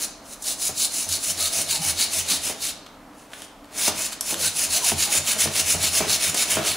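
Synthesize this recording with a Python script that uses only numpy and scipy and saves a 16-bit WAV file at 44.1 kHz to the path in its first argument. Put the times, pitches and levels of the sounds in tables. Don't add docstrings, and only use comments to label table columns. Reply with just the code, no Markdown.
import sys
import numpy as np
from scipy import signal
from scipy.fft import rfft, irfft, next_fast_len
from scipy.io import wavfile
from scipy.ndimage import uniform_filter1d, map_coordinates

SR = 44100
rng = np.random.default_rng(int(sys.argv[2]) if len(sys.argv) > 2 else 0)


def to_wav(sig):
    pcm = np.clip(np.atleast_2d(sig), -1, 1) * 32767
    pcm = np.round(pcm).astype(np.int16)
    wavfile.write(sys.argv[1], SR, pcm.T)


def nominal_scale(level):
    x = np.asarray(level, float) / 20
    return 10 ** x


N = 298116

# f/Hz, width/Hz, level/dB
BOARD_MODES = [(116, 75, -18), (215, 27, -0.5), (341, 30.5, -2), (416.6, 44, -1.5), (640, 59, 0),
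               (780, 69, 1.5), (870, 250, -6), (1100, 264, -1), (1450, 2500, -7.5)]
# f/Hz, width/Hz, level/dB
BOW_MODES = [(1010, 650, -1.5), (1680, 480, 3), (2960, 1150, -1.5)]
# t/s, level/dB
HAND_WEIGHT = [(0, -3), (.6, -7.5), (1.3, -2.5), (2.3, 0.5), (2.7, -0.5), (3.4, 3), (3.9, 1), (4.6, -1),
               (5.3, 2.5), (6.0, 1), (6.76, 4.5)]
# bite t/s, hold/s, level/dB, swell over the hold/dB, grip on the socket wall/dB
PUSHES = [(0.012,0.031,-25,4.5,-2.5), (0.473,0.054,-25,-2.5,-2.5), (0.797,0.056,-22.5,1.5,0),
          (1.126,0.036,-24,-4.5,-0.5), (1.405,0.068,-23.5,0,2), (1.713,0.05,-23.5,-3.9,1.5),
          (2.006,0.041,-22.5,-4,3.5), (2.309,0.055,-23.5,-7,2.5), (2.633,0.062,-27,0,0),
          (3.788,0.093,-22.5,7.5,-3.5), (4.126,0.003,-37,9,1.5), (4.416,0.063,-22,2.5,-1),
          (4.734,0.042,-20,0.5,0), (5.009,0.048,-22.5,-4.5,0.5), (5.284,0.045,-21,-1.5,-1.5),
          (5.563,0.041,-21,1,-2), (5.834,0.045,-21.5,-2.5,0), (6.106,0.048,-21,0,0.5),
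          (6.381,0.048,-21.5,2.5,-1), (6.67,0.07,-25.5,-6.5,0.5)]
# bite t/s, hold/s, level/dB, swell over the hold/dB
PULLS = [(0.26, 0.075, -43, 10.9), (0.621, 0.058, -25.0, 2.5), (0.942, 0.088, -27, 1.5),
         (1.236, 0.071, -25.5, 6), (1.538, 0.079, -24.0, 1), (1.837, 0.063, -23, 5.5),
         (2.139, 0.064, -24.5, 0), (2.452, 0.053, -26.5, -2.5), (3.186, 0.064, -55.5, -4.4),
         (3.338, 0.11, -47.5, 1), (3.986, 0.075, -27, 2), (4.272, 0.047, -26.0, 6), (4.572, 0.069, -23, 3),
         (4.856, 0.046, -20.5, 2), (5.13, 0.045, -20.5, 0), (5.409, 0.033, -19.5, 0),
         (5.684, 0.05, -20.4, 0.3), (5.949, 0.038, -20, 1.5), (6.234, 0.063, -23, -3.5),
         (6.512, 0.04, -22, 0)]
PUSH = dict(attack_db=10, release_db=20.5, wall_db=-4, shaft_db=-8, rim_db=-2.5)
PULL = dict(attack_db=10.5, release_db=16, wall_db=-8.5, shaft_db=-7.5, rim_db=-1.34)


def unit(x):
    return x / np.sqrt(np.mean(x ** 2) + 1e-20)


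def along(points, hz):
    f, v = np.transpose(points)
    return np.interp(np.log(hz + 1), np.log(f + 1), v)


def curves(rows):
    s, *cols = np.transpose(rows)
    return [np.interp(np.arange(N) / SR, s, c) for c in cols]


def wobble(rate, size=N):
    return map_coordinates(rng.standard_normal(size // 64), [np.arange(size) * rate / SR])


def filtered(x, response):
    m = next_fast_len(N + SR // 2)
    return irfft(rfft(x, m) * response(np.fft.rfftfreq(m, 1 / SR)), m)[..., :N]


def modes(table):
    def response(f):
        total = 0
        for k, (centre, width, db) in enumerate(table):
            damping = 1j * f * width
            total = total + (-1) ** k * nominal_scale(db) * damping / (centre * centre - f * f + damping)
        return total
    return response


def wavering(hz, waver_hz, rate):
    turns = np.cumsum(hz + waver_hz * wobble(rate, size=len(hz))) / SR
    size = nominal_scale(2.2 * wobble(rate, size=len(hz)))
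    return np.sqrt(2) * size * np.sin(2 * np.pi * turns)


def slips(per_s, spread_db, hiss):
    chance, size, sign = rng.random(N), rng.exponential(size=N), rng.standard_normal(N)
    jolts = (chance < per_s / SR) * nominal_scale(spread_db * np.minimum(size, 3)) * np.tanh(sign)
    return unit(jolts) + hiss * rng.standard_normal(N)


def patchy(x, fine_db, broad_db):
    z = signal.stft(x, nperseg=512)[2]

    def field(bins, frames):
        over_pitch = uniform_filter1d(rng.standard_normal(z.shape), bins, 0)
        return unit(uniform_filter1d(over_pitch, frames, 1))

    gain_db = fine_db * field(bins=3, frames=4) + broad_db * field(bins=8, frames=14)
    return signal.istft(z * nominal_scale(gain_db), nperseg=512)[1][:N]


def strokes(rows, attack_db, release_db, **_):
    bend = 1.21
    t, gain = np.arange(0, N, 32) / SR, 0
    for s, hold, db, swell_db, *_ in rows:
        early = np.clip(s - t, 0, 1) / .03
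        late = np.clip(t - s - hold, 0, 1) / .03
        held = np.clip((t - s) / (abs(hold) + 1e-3), 0, 1)
        flanks_db = attack_db * early ** bend + release_db * late ** bend
        gain = gain + nominal_scale(db + swell_db * (held - .5) - flanks_db)
    return np.interp(np.arange(N) / SR, t, gain)


def hum():
    # f/Hz, level/dB per Hz
    hum_spectrum = [(20, -24), (33, 3.5), (50, -5.5), (120, -9.5), (250, 1), (295, 6.5), (340, -9.5),
                    (614, -1.5), (800, -4.5), (1300, -7.5), (1700, -13.5), (4000, -22.5), (10000, -27.5),
                    (16000, -33)]
    # f/Hz, correlation/1
    likeness = [(60, 1), (240, 1), (950, 0.94), (3770, 0.77), (15000, 0.94)]

    def mid_side(hz):
        turn = np.arccos(np.clip(along(likeness, hz), -1, 1)) / 2
        return nominal_scale(along(hum_spectrum, hz)) * [np.cos(turn), np.sin(turn)]

    mid, side = filtered(rng.standard_normal((2, N)), mid_side)
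    return nominal_scale(-46.5 + 0.26 * wobble(4.2)) * unit(np.array([mid + side, mid - side]))


def room(x):
    # f/Hz, t60/s
    decay = [(100, 0.48), (700, 0.47), (4000, 0.65), (9000, 0.33), (14000, 0.2)]
    # f/Hz, level/dB
    ear_difference = [(30, -11), (90, -16), (700, -5), (3000, -6.5), (7000, -8), (13000, -18.5)]
    hop, out = SR // 5, np.zeros((2, N + 2 * SR))
    padded = np.pad(x, (hop, 2 * hop))
    for start in range(0, N + hop, hop):
        hz, t, z = signal.stft(rng.standard_normal((2, 2 * hop)), SR, nperseg=256)
        tail = signal.istft(z * nominal_scale(-60 * t / along(decay, hz)[:, None]), SR, nperseg=256)[1]
        piece = padded[start:][:2 * hop] * np.hanning(2 * hop)
        answer = signal.fftconvolve(piece[None], tail / np.linalg.norm(tail[0]), axes=1)
        out[:, start + 120:][:, :answer.shape[1]] += answer
    mid, side = out[:, hop:hop + N]
    side = filtered(side, lambda f: nominal_scale(along(ear_difference, f)))
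    return np.array([mid + side, mid - side])


def ticks():
    # t/s, peak level/dB, body level/dB, length/s
    cord_ticks = [(0.4226, -27, -28, 0.017), (1.089, -21, -21, 0.02), (2.863, -49.5, 14, 0.015),
                  (2.883, -62, 8, .006), (3.334, -38, 15, 0.0012), (3.3375, -31, 3, 0.0018),
                  (3.42, -27.5, 0, 0.0024), (3.644, -47, 8, .006), (3.655, -48, -1, 0.0051),
                  (4.121, -31, -2, 0.033), (4.2094, -11.5, -13, 0.0025), (4.2119, -16.5, -12, 0.0036),
                  (4.343, -12.5, -1.5, 0.0011), (4.703, -26, -13, .02), (4.844, -17, -22, 0.025),
                  (6.3441, -18.5, -6.5, 0.017)]
    # f/Hz, level/dB
    snap_colour = [(1500, -120), (3000, -7), (5500, 1), (9000, 6), (12000, -2), (16000, -23)]
    snaps, wood, t = np.zeros(N + SR), np.zeros(N + SR), np.arange(SR // 20) / SR
    for s, db, body_db, length in cord_ticks:
        burst = nominal_scale(db - 40 * (t / length) ** 2) * np.tanh(3 * rng.standard_normal(len(t)))
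        snaps[round(s * SR):][:len(t)] += burst
        wood[round(s * SR):][:len(t)] += nominal_scale(body_db + 7.5) * burst
    bright = filtered(snaps[:N], lambda f: nominal_scale(along(snap_colour, f)))
    return bright + filtered(wood[:N], modes(BOW_MODES))


def knocks():
    # t/s, peak level/dB, brightness/dB, rattle t60/s
    floor_knocks = [(0.002, -33.5, -8, 1), (0.691, -21, -8, 0.18), (1.066, -26.5, 2, 0.14),
                    (1.586, -22, -18, 0.11), (2.004, -36, -9, 0.12), (2.453, -33, -4, 0.14),
                    (2.498, -18.5, -1, 0.25), (3.878, -9, -12, 0.25), (4.325, -19, 12, 0.2),
                    (4.917, -12.5, 6, 0.15), (5.078, -24, -16, 0.12), (5.365, -26, 3, 0.078),
                    (5.457, -10.5, -6, 0.23), (5.747, -15, 2, 0.22), (6.005, -8.5, -11, 0.45),
                    (6.344, -17.5, 7, 0.17), (6.569, -8, -13, 0.26)]
    blows, cracks, t = np.zeros(N + SR), np.zeros(N + SR), np.arange(SR // 4) / SR
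    for s, db, bright_db, t60 in floor_knocks:
        push = t / .00016 * np.exp(1 - t / .00016)
        rattle_db = 3 * wobble(160, size=len(t)) - 60 * t / (1.1 * t60)
        bounces = .28 * rng.standard_normal(len(t)) * nominal_scale(rattle_db)
        blows[round(s * SR):][:len(t)] += nominal_scale(db + 7.0) * (push + bounces)
        cracks[round(s * SR):][:len(t)] += nominal_scale(db + bright_db - 12) * (push + bounces / 2)
    return filtered(blows[:N], modes(BOARD_MODES)) + filtered(cracks[:N], modes(BOW_MODES))


def groans():
    # t/s, length/s, first f/Hz, last f/Hz, level/dB
    glides = [(0.505, 0.014, 640, 644, -42), (1.267, 0.067, 640, 620, -46), (1.402, 0.096, 640, 626, -42),
              (1.404, .08, 1280, 1264, -43), (1.51, 0.2, 640, 666, -43.5), (1.72, 0.16, 900, 780, -41),
              (2.008, 0.25, 640, 662, -55), (2.299, 0.062, 215, 244, -38), (2.281, 0.11, 1490, 1450, -53),
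              (4.309, 0.18, 558.5, 453, -47), (4.423, 0.063, 1403, 1580, -40),
              (4.733, 0.065, 640, 664, -40), (4.815, 0.062, 1060, 733, -36), (5.07, 0.047, 804, 800, -39.5),
              (5.158, 0.044, 666, 653, -41), (6.047, 0.14, 640, 615, -48)]
    out = np.zeros(N)
    for s, length, first_hz, last_hz, db in glides:
        done = np.clip(np.arange(SR // 4) / SR / length, 0, 1)
        swell = np.abs(np.sin(np.pi * done)) ** 0.35
        tone = wavering(first_hz + (last_hz - first_hz) * done, 45, rate=140)
        out[round(s * SR):][:len(done)] += nominal_scale(db) * swell * tone
    return out


def board():
    # t/s, thud level/dB, upper thud level/dB
    rocks = [(0.72, -44, -46), (1.11, -38, -48), (1.31, -49, -48), (1.38, -49, -72), (1.47, -44, -62),
             (1.6, -47, -47), (1.71, -42, -54), (1.8, -48, -37), (1.9, -34.5, -49), (2.19, -41, -49),
             (2.38, -52, -54), (2.47, -53, -61), (3.92, -42, -57), (4.33, -54, -45), (4.4, -51, -43),
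             (4.47, -44, -45), (4.71, -43, -61), (4.95, -32, -33), (5.2, -38, -42), (5.39, -55, -63),
             (5.48, -33.5, -30.5), (5.63, -39, -60), (5.771, -29, -32.5), (5.9, -43, -54), (6.03, -40, -32),
             (6.1, -43, -51), (6.19, -57, -51), (6.3, -35, -37), (6.59, -33, -33.5), (6.71, -53, -54)]
    thud_hz = (87, 158.3)
    rise_s, t60_s = 0.044, 0.18
    weight_db, = curves(HAND_WEIGHT)
    rasp = strokes(PUSHES, **PUSH) + strokes(PULLS, **PULL)
    busy = uniform_filter1d(rasp, int(0.1 * SR))
    shake = nominal_scale(-40 + 0.78 * weight_db) * (np.abs(busy) / nominal_scale(-26.5)) ** 0.53
    chatter = unit(filtered(slips(per_s=900, spread_db=2.5, hiss=0.54), modes(BOARD_MODES)))
    flutter_db = 1.6 * wobble(25)

    s, *rock_db = np.transpose(rocks)
    since = np.arange(0, N, 64)[:, None] / SR - s
    shape_db = np.where(since < 0, -20 * (since / rise_s) ** 2, -60 * since / t60_s)
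    tremble = nominal_scale(-15.5) * shake
    low, high = (np.repeat(nominal_scale(db + shape_db).sum(axis=1), 64)[:N] + tremble for db in rock_db)
    thud, upper = (wavering(np.full(N, hz), 0.084 * hz, rate=37) for hz in thud_hz)
    return shake * nominal_scale(flutter_db) * chatter + nominal_scale(-2.4) * low * thud + nominal_scale(-3.2) * high * upper


def spindle():
    # f/Hz, width/Hz, level/dB
    tip_modes = [(5100, 400, -6), (6220, 234, -2), (6680, 150, -2), (7110, 157, 0.5), (7170, 127, -1),
                 (7660, 730, -5), (11400, 1240, -10.5), (12650, 880, -12.5), (15200, 1900, -15.5)]
    # f/Hz, width/Hz, level/dB
    wall_modes = [(3728, 460, -0.5), (4093, 333, 3.5), (4260, 208, 4), (4633, 150, 1)]
    # f/Hz, width/Hz, level/dB
    shaft_modes = [(1810, 2000, -8.5), (2258, 158, 1.5), (2530, 147, 1), (2705, 274, 3), (3050, 430, -3),
                   (3694, 65, 6)]
    # f/Hz, width/Hz, level/dB
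    rim_modes = [(8750, 500, -5), (9220, 400, -2), (9660, 320, 0), (10060, 520, -2)]
    weight_db, = curves(HAND_WEIGHT)
    catch_db = .4 * wobble(50) + .8 * wobble(150)
    drive = patchy(slips(per_s=5000, spread_db=2.9, hiss=.8), fine_db=1.6, broad_db=.7)
    bodies = (tip_modes, wall_modes, shaft_modes, rim_modes)
    tip, wall, shaft, rim = (unit(filtered(drive, modes(body))) for body in bodies)

    def voice(way):
        return tip + nominal_scale(way["shaft_db"] + weight_db) * shaft + nominal_scale(way["rim_db"]) * rim

    push, pull = strokes(PUSHES, **PUSH), strokes(PULLS, **PULL)
    gripped = [(s, hold, db + grip_db + PUSH["wall_db"], swell_db)
               for s, hold, db, swell_db, grip_db in PUSHES]
    against_wall = strokes(gripped, **PUSH) + nominal_scale(PULL["wall_db"]) * pull
    return nominal_scale(catch_db - 2.0) * (push * voice(PUSH) + pull * voice(PULL) + against_wall * wall)


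def scene():
    rub = spindle() + board() + groans()
    hits = knocks() + ticks()
    return rub + hits + room(nominal_scale(-8.0) * rub + nominal_scale(-3.5) * hits) + hum()


def band_limit(x):
    return signal.sosfilt(signal.butter(12, 17000, fs=SR, output="sos"), x)


def record(dry):
    mix = filtered(dry, lambda hz: hz < 15720)
    return band_limit(mix)


dry = scene()
out = record(dry)
to_wav(out)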